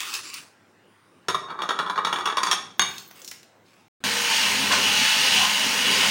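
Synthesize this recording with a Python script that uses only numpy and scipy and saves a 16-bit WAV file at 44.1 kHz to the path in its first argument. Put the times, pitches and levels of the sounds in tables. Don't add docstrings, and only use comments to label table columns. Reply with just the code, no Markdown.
import sys
import numpy as np
from scipy import signal
from scipy.fft import rfft, irfft, next_fast_len
from scipy.io import wavfile
from scipy.ndimage import map_coordinates

SR = 44100
rng = np.random.default_rng(int(sys.argv[2]) if len(sys.argv) > 2 else 0)


def dump_mix(stems):
    frames = np.atleast_2d(stems).T
    limited = np.clip(frames, -1, 1)
    pcm = np.round(limited * 32767).astype(np.int16)
    wavfile.write(sys.argv[1], SR, pcm)


N = 269160
TIME = np.arange(N) / SR
AGE = TIME[:SR * 3 // 4]
START_S = 4.039

# (time [s], grinding level [dB], blade ring level [dB])
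LOAD = [(4.06, -30, -48), (4.27, -29, -35), (4.45, -27, -26), (4.52, -27.5, -38), (4.68, -29, -35),
        (4.85, -28, -24), (5.05, -24.5, -29), (5.2, -26, -26.5), (5.43, -24.5, -23.5), (5.49, -28, -28),
        (5.65, -28.5, -26.5), (5.71, -27.5, -45), (5.85, -28.5, -23), (5.97, -25, -27.5)]
# (frequency [Hz], level [dB])
THUD_SPECTRUM = [(50, -63.5), (80, -26.5), (129, -39.5), (168, -14.5), (257, -20.5), (380, -10), (531, -15),
                 (765, -11.5), (1080, 1.5), (1350, -6.5), (1730, -11), (1910, -16.5), (2090, -29),
                 (2250, -23), (2600, -44), (5720, -92.5)]
# (frequency [Hz], level [dB])
CRACK_SPECTRUM = [(1060, -32.5), (1800, 1.5), (3060, -5), (3410, 5), (4140, -7.5), (5910, -9.5),
                  (6470, 1.5), (7560, -17), (9080, -6.5), (13000, -26.5), (16000, -21)]
# (frequency [Hz], level [dB])
CLICK_SPECTRUM = [(240, -63.5), (400, -18), (1900, -17.5), (2590, -8), (3420, -2), (6240, 3.5),
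                  (8110, -6.5), (12700, -12.5), (15000, -6.5)]

TICK_T60_S = 0.0041
THUMP_DB, THUMP_HZ, THUMP_WIDTH_HZ = -21, 177, 90
SLIDE_ATTACK_S, SLIDE_FALL_DB_PER_S = 0.017, 190


def blending():
    # (time [s], length [s], churn swell [dB], crunch level [dB], gulp pitch [Hz])
    lump_events = [(4.311, 0.029, -40, -31, 900), (4.714, 0.017, -26, -23.5, 1060),
                   (5.377, 0.058, -32, -35, 770), (6.033, 0.024, -29.5, -37, 910)]
    # (start [s], length [s], top pitch before waver [Hz], level [dB])
    slurp_events = [(4.061, .3, 489, -41.5), (4.24, 0.2, 914, -39), (4.797, 0.6, 867, -40),
                    (5.068, 0.33, 1265, -42), (5.91, 0.15, 497.5, -39.5)]
    # (frequency [Hz], level [dB])
    churn_spectrum = [(350, -29.5), (600, 1.5), (667, -8.5), (895, 1.5), (1080, 7), (1160, -1), (1480, 6.5),
                      (1800, -0.5), (2340, -47), (3960, -120)]
    # (frequency [Hz], level [dB])
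    grind_spectrum = [(1000, -60.5), (1700, -9), (2500, -3.5), (2880, -3), (3170, -5.5), (3680, -7.5),
                      (4210, -6), (4580, -8), (6460, -11), (7200, -18.5), (9360, -20), (15800, -120)]
    # (frequency [Hz], level [dB])
    spray_spectrum = [(4000, -21), (6800, 2.5), (7540, -11), (8190, -1.5), (9390, -1.5), (10800, -8),
                      (12700, -9.5), (13700, -10), (15100, -2.5), (16000, -8)]
    # (frequency [Hz], width [Hz], level [dB])
    blade_modes = [(2786, 74, 5.5), (2940, 31, 12), (3180, 360, -1)]
    grind_db, spray_db = -23, -33
    churn_db = -34
    lump_attack_s, lump_fall_db_per_s = 0.014, 260

    level_db, ring_db = curves(LOAD)
    load_db = level_db - level_db[TIME > START_S].mean()
    flutter_db = .5 * wobble(35)
    slush, shards, strikes, drops = (grains(rate, spread_db=1.5) for rate in (4000, 14000, 5000, 10000))

    lump_power = sum(amp(2 * db) * swell(s, length, lump_attack_s, lump_fall_db_per_s) ** 2
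                     for s, length, db, *_ in lump_events)
    churn_gain = np.sqrt(amp(2 * churn_db) + lump_power)
    churn = churn_gain * patchy(kitchen(colour(slush, churn_spectrum), wet_db=-2.5), depth_db=1.9)
    grind_texture = patchy(kitchen(colour(shards, grind_spectrum), wet_db=-4.5), depth_db=1.1)
    grind = amp(grind_db + load_db + flutter_db) * grind_texture
    ring = amp(ring_db) * unit(resonate(strikes, blade_modes))
    spray_texture = unit(kitchen(colour(drops, spray_spectrum), wet_db=-1.0))
    spray = amp(spray_db + .5 * load_db + flutter_db) * spray_texture
    slurp = sum(amp(db) * arch(s, length, hz) for s, length, hz, db in slurp_events)

    lumps = np.zeros(N)
    for s, length, swell_db, crunch_db, gulp_hz in lump_events:
        gulp = unit(resonate(rng.standard_normal(N), [(gulp_hz, 94, 0)]))
        lumps += amp(swell_db - 1) * swell(s, length, lump_attack_s, lump_fall_db_per_s) * gulp
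        crunch = struck(colour(burst(t60=0.22), grind_spectrum))
        body = amp(-3.5) * struck(colour(burst(t60=0.028), churn_spectrum))
        add(lumps, s, amp(crunch_db) * kitchen(crunch + body, wet_db=4))
    return churn + grind + ring + spray + slurp + lumps


def arch(s, length, top_hz):
    bend_hz_per_s2 = 1900
    off = TIME - s - length / 2
    shape = np.sqrt(np.maximum(1 - (2 * off / length) ** 2, 0))
    hz = (top_hz - bend_hz_per_s2 * off ** 2) * (1 + .012 * wobble(14))
    flutter = amp(4 * wobble(45))
    return shape * unit(flutter * np.sin(2 * np.pi * np.cumsum(hz) / SR))


def motor():
    # (time [s], mean rotation [Hz], relative hum level [dB])
    shaft_curve = [(4.05, 202.3, -35), (4.35, 204.5, -42.5), (4.58, 211, -29), (4.9, 196.1, -34),
                   (5.15, 202.8, -49), (5.4, 202.4, -32), (5.8, 202, -50), (6.1, 206, -40)]
    # (multiple of the shaft, relative level [dB])
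    hum_orders = [(.5, 1), (1, 17.5), (2, -1)]
    # (multiple of the shaft, mean level [dB])
    whir_orders = [(10, -56), (13, -43.5), (14, -35), (15, -41.5)]
    # (frequency [Hz], width [Hz], level [dB])
    housing_modes = [(213, 32, -13.5), (500, 190, -25.5), (888, 81, -7.5), (1244, 26, -8.5), (1518, 29, -7),
                     (1900, 80, -8.5)]
    # (frequency [Hz], level [dB])
    drone_spectrum = [(20, -36), (54, -33), (88, -16), (162, -6.5), (271, 0), (334, -15.5), (401, -2),
                      (442, -8.5), (480, -2), (653, -16), (700, -16), (910, -28), (1540, -120)]
    stagger_db = 3.5
    drone_db, drone_rise_db_per_s = -39, 1.5
    drone_follows = 0.29

    shaft_hz, shaft_db = curves(shaft_curve)
    turns = np.cumsum(shaft_hz * (1 + .011 * wobble(22))) / SR
    hum = sum(amp(db + stagger_db * wobble(12)) * np.sin(2 * np.pi * k * turns) for k, db in hum_orders)

    strain_db = drone_follows * shaft_db + drone_rise_db_per_s * TIME
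    drone_gain = amp(drone_db + strain_db - strain_db[TIME > START_S].mean())
    drone = drone_gain * patchy(colour(rng.standard_normal(N), drone_spectrum), depth_db=3.5)
    housing = unit(resonate(rng.standard_normal(N), housing_modes))

    _, ring_db = curves(LOAD)
    whir = sum(amp(db + stagger_db * wobble(30)) * np.sin(2 * np.pi * k * turns) for k, db in whir_orders)
    whir *= amp(.5 * (ring_db - ring_db[TIME > START_S].mean()))
    return amp(shaft_db - 9.5) * unit(hum) + whir + drone + amp(-33.5) * housing


def knocks():
    # (time [s], level [dB], hardness [dB], clonk [Hz], gap to the drop back [s], clink of the ice [Hz])
    knock_events = [(1.284, -20, -10.5, 1110, 0.061, 3650), (1.485, -37.5, -36, 1200, 0.012, 3400),
                    (1.503, -33, -27.5, 1320, 0.009, 3500), (1.589, -32, -28, 1170, 0.014, 3520),
                    (1.619, -29.5, -14.5, 1180, 0.016, 3500), (1.69, -24, -15, 1260, 0.016, 3280),
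                    (1.789, -25.5, -16.5, 1320, 0.009, 4000), (1.814, -34.5, -25.5, 1100, 0.013, 3500),
                    (1.863, -32, -22, 1260, 0.011, 3650), (1.897, -27, -17, 1090, 0.061, 4000),
                    (1.977, -25, -25.5, 1140, 0.01, 3900), (2.048, -22.5, -14.5, 1350, 0.021, 3950),
                    (2.127, -24.5, -13, 1214, 0.032, 2880), (2.186, -29.5, -15.5, 1170, .022, 3400),
                    (2.256, -24.5, -11.5, 1140, .018, 2800), (2.299, -28, -21.5, 1220, 0.025, 3450),
                    (2.37, -23.5, -12.5, 1197, 0.011, 4530), (2.432, -24, -6, 1160, 0.038, 4560),
                    (2.485, -33.5, -9.5, 1020, 0.009, 3460), (2.513, -25.5, 0.5, 1193, 0.016, 3400)]
    held_from_s, held_to_s = 1.45, 2.7
    out = np.zeros(N)
    for s, db, hard_db, clonk_hz, gap_s, clink_hz in knock_events:
        held = held_from_s < s < held_to_s
        add(out, s, amp(db) * knock(hard_db, clonk_hz, clink_hz, held))
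        rebound_db = db - 1.5 - 39 * gap_s
        add(out, s + gap_s, amp(rebound_db) * knock(hard_db - 5.5, clonk_hz, clink_hz, held))

    grit = grains(rate=700, spread_db=4)
    grating = unit(colour(grit, THUD_SPECTRUM)) + amp(-29.5) * unit(colour(grit, CRACK_SPECTRUM))
    grating = grating * swell(1.5, 0.84, attack_s=0.076, fall_db_per_s=67.0)
    out += amp(-44.5) * kitchen(grating, wet_db=-3.5)
    return highpass(out, 85)


def knock(hard_db, clonk_hz, clink_hz, held):
    thud = struck(colour(burst(t60=0.041), THUD_SPECTRUM))
    if not held:
        thud += amp(THUMP_DB) * struck(resonate(burst(t60=0.04), [(THUMP_HZ, THUMP_WIDTH_HZ, 0)]))
    seat = [(clonk_hz, 190, 0)]
    clonk = amp(-2.8) * struck(resonate(resonate(burst(t60=0.019), seat), seat))
    crack = amp(hard_db + 2.5) * struck(colour(burst(t60=0.075), CRACK_SPECTRUM))
    cube = [(clink_hz, 340, 0)]
    clink = amp(hard_db + 1.5) * struck(resonate(resonate(burst(t60=0.036), cube), cube))
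    blow = jolt(kitchen(thud + clonk + crack + clink, wet_db=-5.5), rattle_db=-4.5)
    tick = amp(hard_db - 13.5) * struck(colour(burst(t60=TICK_T60_S), CLICK_SPECTRUM))
    ring = glass(-2.5 + 0.29 * hard_db, hard_db - 0.5, held)
    rise = 1 - np.exp(-AGE / .0005)
    return blow + tick + kitchen(rise * ring, wet_db=-7.5)


def jolt(blow, rattle_db):
    rattle = grains(rate=230, spread_db=10.0, size=len(AGE)) * amp(-60 * AGE / 0.072) * (AGE > .004)
    rattle /= np.sqrt(np.sum(rattle ** 2) + 1e-9)
    return blow + amp(rattle_db) * signal.fftconvolve(blow, rattle)[:len(AGE)]


def glass(ring_db, hard_db, held=False, seated=False):
    # (frequency [Hz], level [dB], free t60 [s], extra while held [dB], extra when struck from the seat [dB])
    wall_modes = [(1906, -12, 0.38, 4.5, -6), (2306, -15, 0.3, 9, 7.5), (2850, -7.5, 0.052, 8, 12),
                  (3400, -1, 0.11, 7, -9), (3700, 4.5, 0.18, -3, -0.5), (4410, -13, 0.12, 7.5, 13),
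                  (4800, -6.5, 0.051, 7, -16.5), (5490, 4.5, 0.12, 1, -17), (6510, -9.5, 0.11, 0.5, 9),
                  (6420, -3.5, 0.17, -2, 5.5), (7130, -12, 0.07, 9.5, -16), (10400, -16.5, 0.06, 3.5, 3.5)]
    hand_damping = 1.88
    blur_hz = 25
    out = 0
    draws = rng.uniform(-0.82, 1, (len(wall_modes), 2, 3))
    for (hz, db, t60, held_db, seat_db), pair in zip(wall_modes, draws):
        blow_db = np.interp(hz, [4500, 4900], [ring_db, hard_db])
        life_s = t60 / hand_damping if held else t60
        stray_hz, scatter_db = (.018 * hz, 6) if held else (1.8 / life_s, 2)
        blur = held * np.cumsum(rng.standard_normal(len(AGE))) * np.sqrt(2 * np.pi * blur_hz / SR)
        mode_db = db + held * held_db + seated * seat_db + blow_db
        decay = amp(mode_db - 60 * AGE / life_s) / np.sqrt(2)
        for level, detune, phase in pair:
            angle = 2 * np.pi * (hz + stray_hz * detune) * AGE + np.pi * phase + blur
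            out += decay * amp(scatter_db * level) * np.sin(angle)
    return out


def clack():
    # (frequency [Hz], width per pass [Hz], level per pass [dB])
    seat_modes = [(860, 840, -13.5), (1370, 1200, 0.5), (2500, 670, -2)]
    clack_s, rock_s = 2.7945, 2.819
    out = np.zeros(N)
    for s, db in (clack_s, -20), (rock_s, -27):
        snap = struck(resonate(resonate(burst(t60=0.013), seat_modes), seat_modes))
        snap += amp(0.5) * struck(colour(burst(t60=0.018), CRACK_SPECTRUM))
        thud = amp(-3.0) * struck(colour(burst(t60=0.054), THUD_SPECTRUM))
        thump = struck(resonate(burst(t60=0.043), [(THUMP_HZ, THUMP_WIDTH_HZ, 0)]))
        thud += amp(THUMP_DB + 3.0) * thump
        ring = (1 - np.exp(-AGE / 0.00055)) * glass(ring_db=-3.5, hard_db=-3.5, seated=True)
        add(out, s, amp(db) * kitchen(snap + thud + ring, wet_db=-5))
    add(out, clack_s, amp(-25.0) * struck(colour(burst(t60=TICK_T60_S), CLICK_SPECTRUM)))
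    return highpass(out, 120)


def ice():
    # (frequency [Hz], level [dB])
    rub_spectrum = [(180, -21), (379, -9.5), (480, -19), (667, -24.5), (1080, 0.5), (1600, -8), (2650, 0),
                    (4020, -8), (4670, -2), (6400, -7.5), (9710, -10.5), (13300, -26), (15200, -13.5)]
    # (start [s], length [s], level [dB])
    slide_events = [(0, 0.11, -32.5), (0.129, 0.03, -30.5), (0.241, 0.055, -38.5), (0.338, 0.045, -39.5),
                    (2.888, 0.11, -48), (3.16, 0.046, -49.5), (3.662, 0.14, -61.5)]
    # (time [s], level [dB], pitch [Hz])
    click_events = [(0.0044, -18.5, 2520), (0.1395, -18, 4450), (0.1517, -21.5, 4640), (0.3406, -23, 5280),
                    (2.9816, -26.5, 4100), (3.111, -34.5, 1150), (3.2178, -34, 6400), (3.246, -29.5, 6500),
                    (3.277, -26.5, 5600), (3.285, -30, 6100), (3.313, -25, 2200), (3.43, -40.5, 2900)]
    # (frequency [Hz], width [Hz], level [dB])
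    hiss_modes = [(15100, 1500, 0)]

    contacts = grains(rate=6000, spread_db=3)
    slide = patchy(kitchen(colour(contacts, rub_spectrum), wet_db=-6.5), depth_db=3.0)
    out = slide * np.max([amp(db) * swell(s, length, SLIDE_ATTACK_S, SLIDE_FALL_DB_PER_S)
                          for s, length, db in slide_events], axis=0)
    hiss = unit(resonate(grains(rate=800, spread_db=4), hiss_modes))
    out += amp(-56.5) * swell(2.795, 0.52, SLIDE_ATTACK_S, SLIDE_FALL_DB_PER_S) * hiss
    for s, db, hz in click_events:
        snap = amp(-14) * struck(colour(burst(t60=0.019), CLICK_SPECTRUM))
        ping = amp(-14.0) * struck(resonate(burst(t60=0.047), [(hz, 1600, 0)]))
        add(out, s, amp(db) * kitchen(snap + ping, wet_db=-3.5))
    return highpass(out, 200)


def whine():
    start_s, length_s, start_hz, sag_hz_per_s = 0.88, 0.31, 9050, 1500
    hz = (start_hz - sag_hz_per_s * (TIME - start_s)) * (1 + .027 * wobble(14))
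    breath = amp(4 * wobble(25)) * wobble(450)
    tone = unit(breath * np.sin(2 * np.pi * np.cumsum(hz) / SR))
    return amp(-76.5) * swell(start_s, length_s, SLIDE_ATTACK_S, SLIDE_FALL_DB_PER_S) * tone


def still_room():
    # (frequency [Hz], level [dB])
    room_spectrum = [(25, -38), (70, -28.5), (92, -5), (130, -5.5), (230, -3), (363, -4.5), (677, -10.5),
                     (1150, -10.5), (1480, -11), (2690, -18.5), (4500, -26), (8830, -30), (12900, -42.5),
                     (16000, -29.5)]
    # (frequency [Hz], mean level [dB])
    hum_partials = [(102.3, -72), (366, -76)]
    hum = sum(amp(db + 2 * wobble(5)) * np.sin(2 * np.pi * hz * TIME + .5 * wobble(6))
              for hz, db in hum_partials)
    noise = patchy(colour(rng.standard_normal(N), room_spectrum), depth_db=2.2)
    return amp(-59 + 1.1 * wobble(4)) * noise + hum


def kitchen(x, wet_db):
    # (frequency [Hz], t60 [s])
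    wall_t60 = [(150, 1), (1000, 0.46), (8000, 0.41), (15000, 0.23)]
    hz, t, z = signal.stft(rng.standard_normal(len(AGE)), SR, nperseg=256)
    decay = amp(-60 * t / along(wall_t60, hz)[:, None])
    tail = signal.istft(z * decay, SR, nperseg=256)[1][:len(AGE)]
    tail *= 1 - np.exp(-AGE / 0.00074)
    return x + amp(wet_db) * signal.fftconvolve(x, tail / np.linalg.norm(tail))[:len(x)]


def patchy(x, depth_db):
    z = signal.stft(x, nperseg=512)[2]
    smoother = np.outer(np.hanning(9), np.hanning(31))
    field = signal.fftconvolve(rng.standard_normal(z.shape), smoother, "same")
    return unit(signal.istft(z * amp(depth_db * unit(field)), nperseg=512)[1][:N])


def grains(rate, spread_db, size=N):
    hits = rng.random(size) < rate / SR
    return unit(hits * rng.standard_normal(size) * amp(spread_db * rng.standard_normal(size)))


def burst(t60):
    return rng.standard_normal(len(AGE)) * amp(-60 * AGE / t60)


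def struck(x):
    return x / np.sqrt(np.mean(x[:SR // 100] ** 2) + 1e-20)


def swell(s, length, attack_s, fall_db_per_s):
    attack = np.clip(1 + (TIME - s) / attack_s, 0, 1)
    return attack * amp(-fall_db_per_s * np.maximum(TIME - s - length, 0))


def wobble(rate):
    return map_coordinates(rng.standard_normal(int(N * rate / SR) + 4), [TIME * rate / SR])


def colour(x, spectrum):
    m = 2 * next_fast_len(len(x) // 2 + 4096)
    gain = amp(along(spectrum, np.fft.rfftfreq(m, 1 / SR)))
    cepstrum = irfft(np.log(np.maximum(gain, 1e-6)))
    cepstrum[1:m // 2] *= 2
    cepstrum[m // 2 + 1:] = 0
    return irfft(rfft(x, m) * np.exp(rfft(cepstrum)), m)[:len(x)]


def resonate(x, modes):
    m = next_fast_len(len(x) + 8192)
    f = np.fft.rfftfreq(m, 1 / SR)
    gain = sum((-1) ** k * amp(db) * 1j * f * width / (hz * hz - f * f + 1j * f * width)
               for k, (hz, width, db) in enumerate(modes))
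    return irfft(rfft(x, m) * gain, m)[:len(x)]


def highpass(x, hz):
    return signal.sosfilt(signal.butter(2, hz, "highpass", fs=SR, output="sos"), x)


def amp(db):
    return 10 ** (np.asarray(db) / 20)


def unit(x):
    return x / np.sqrt(np.mean(x ** 2) + 1e-20)


def along(points, hz):
    f, v = np.transpose(points)
    return np.interp(np.log(hz + 1), np.log(f + 1), v)


def curves(rows):
    s, *cols = np.transpose(rows)
    return [np.interp(TIME, s, c) for c in cols]


def add(track, s, sound):
    i = max(round(s * SR), 0)
    track[i:i + len(sound)] += sound[:N - i]


def scene():
    blender = (TIME >= START_S) * (blending() + motor())
    mono = blender + knocks() + clack() + ice() + whine() + still_room()
    return np.array([mono, mono])


def record(dry):
    mute_from_s, mute_to_s, top_hz = 3.883, 4.004, 15900
    live = (TIME < mute_from_s) | (TIME > mute_to_s)
    rounded = dry / (1 + (dry / .8) ** 4) ** .25
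    lean = highpass(rounded, 45)
    return signal.sosfilt(signal.ellip(10, .1, 80, top_hz, fs=SR, output="sos"), lean * live)


dry = scene()
out = record(dry)
dump_mix(out)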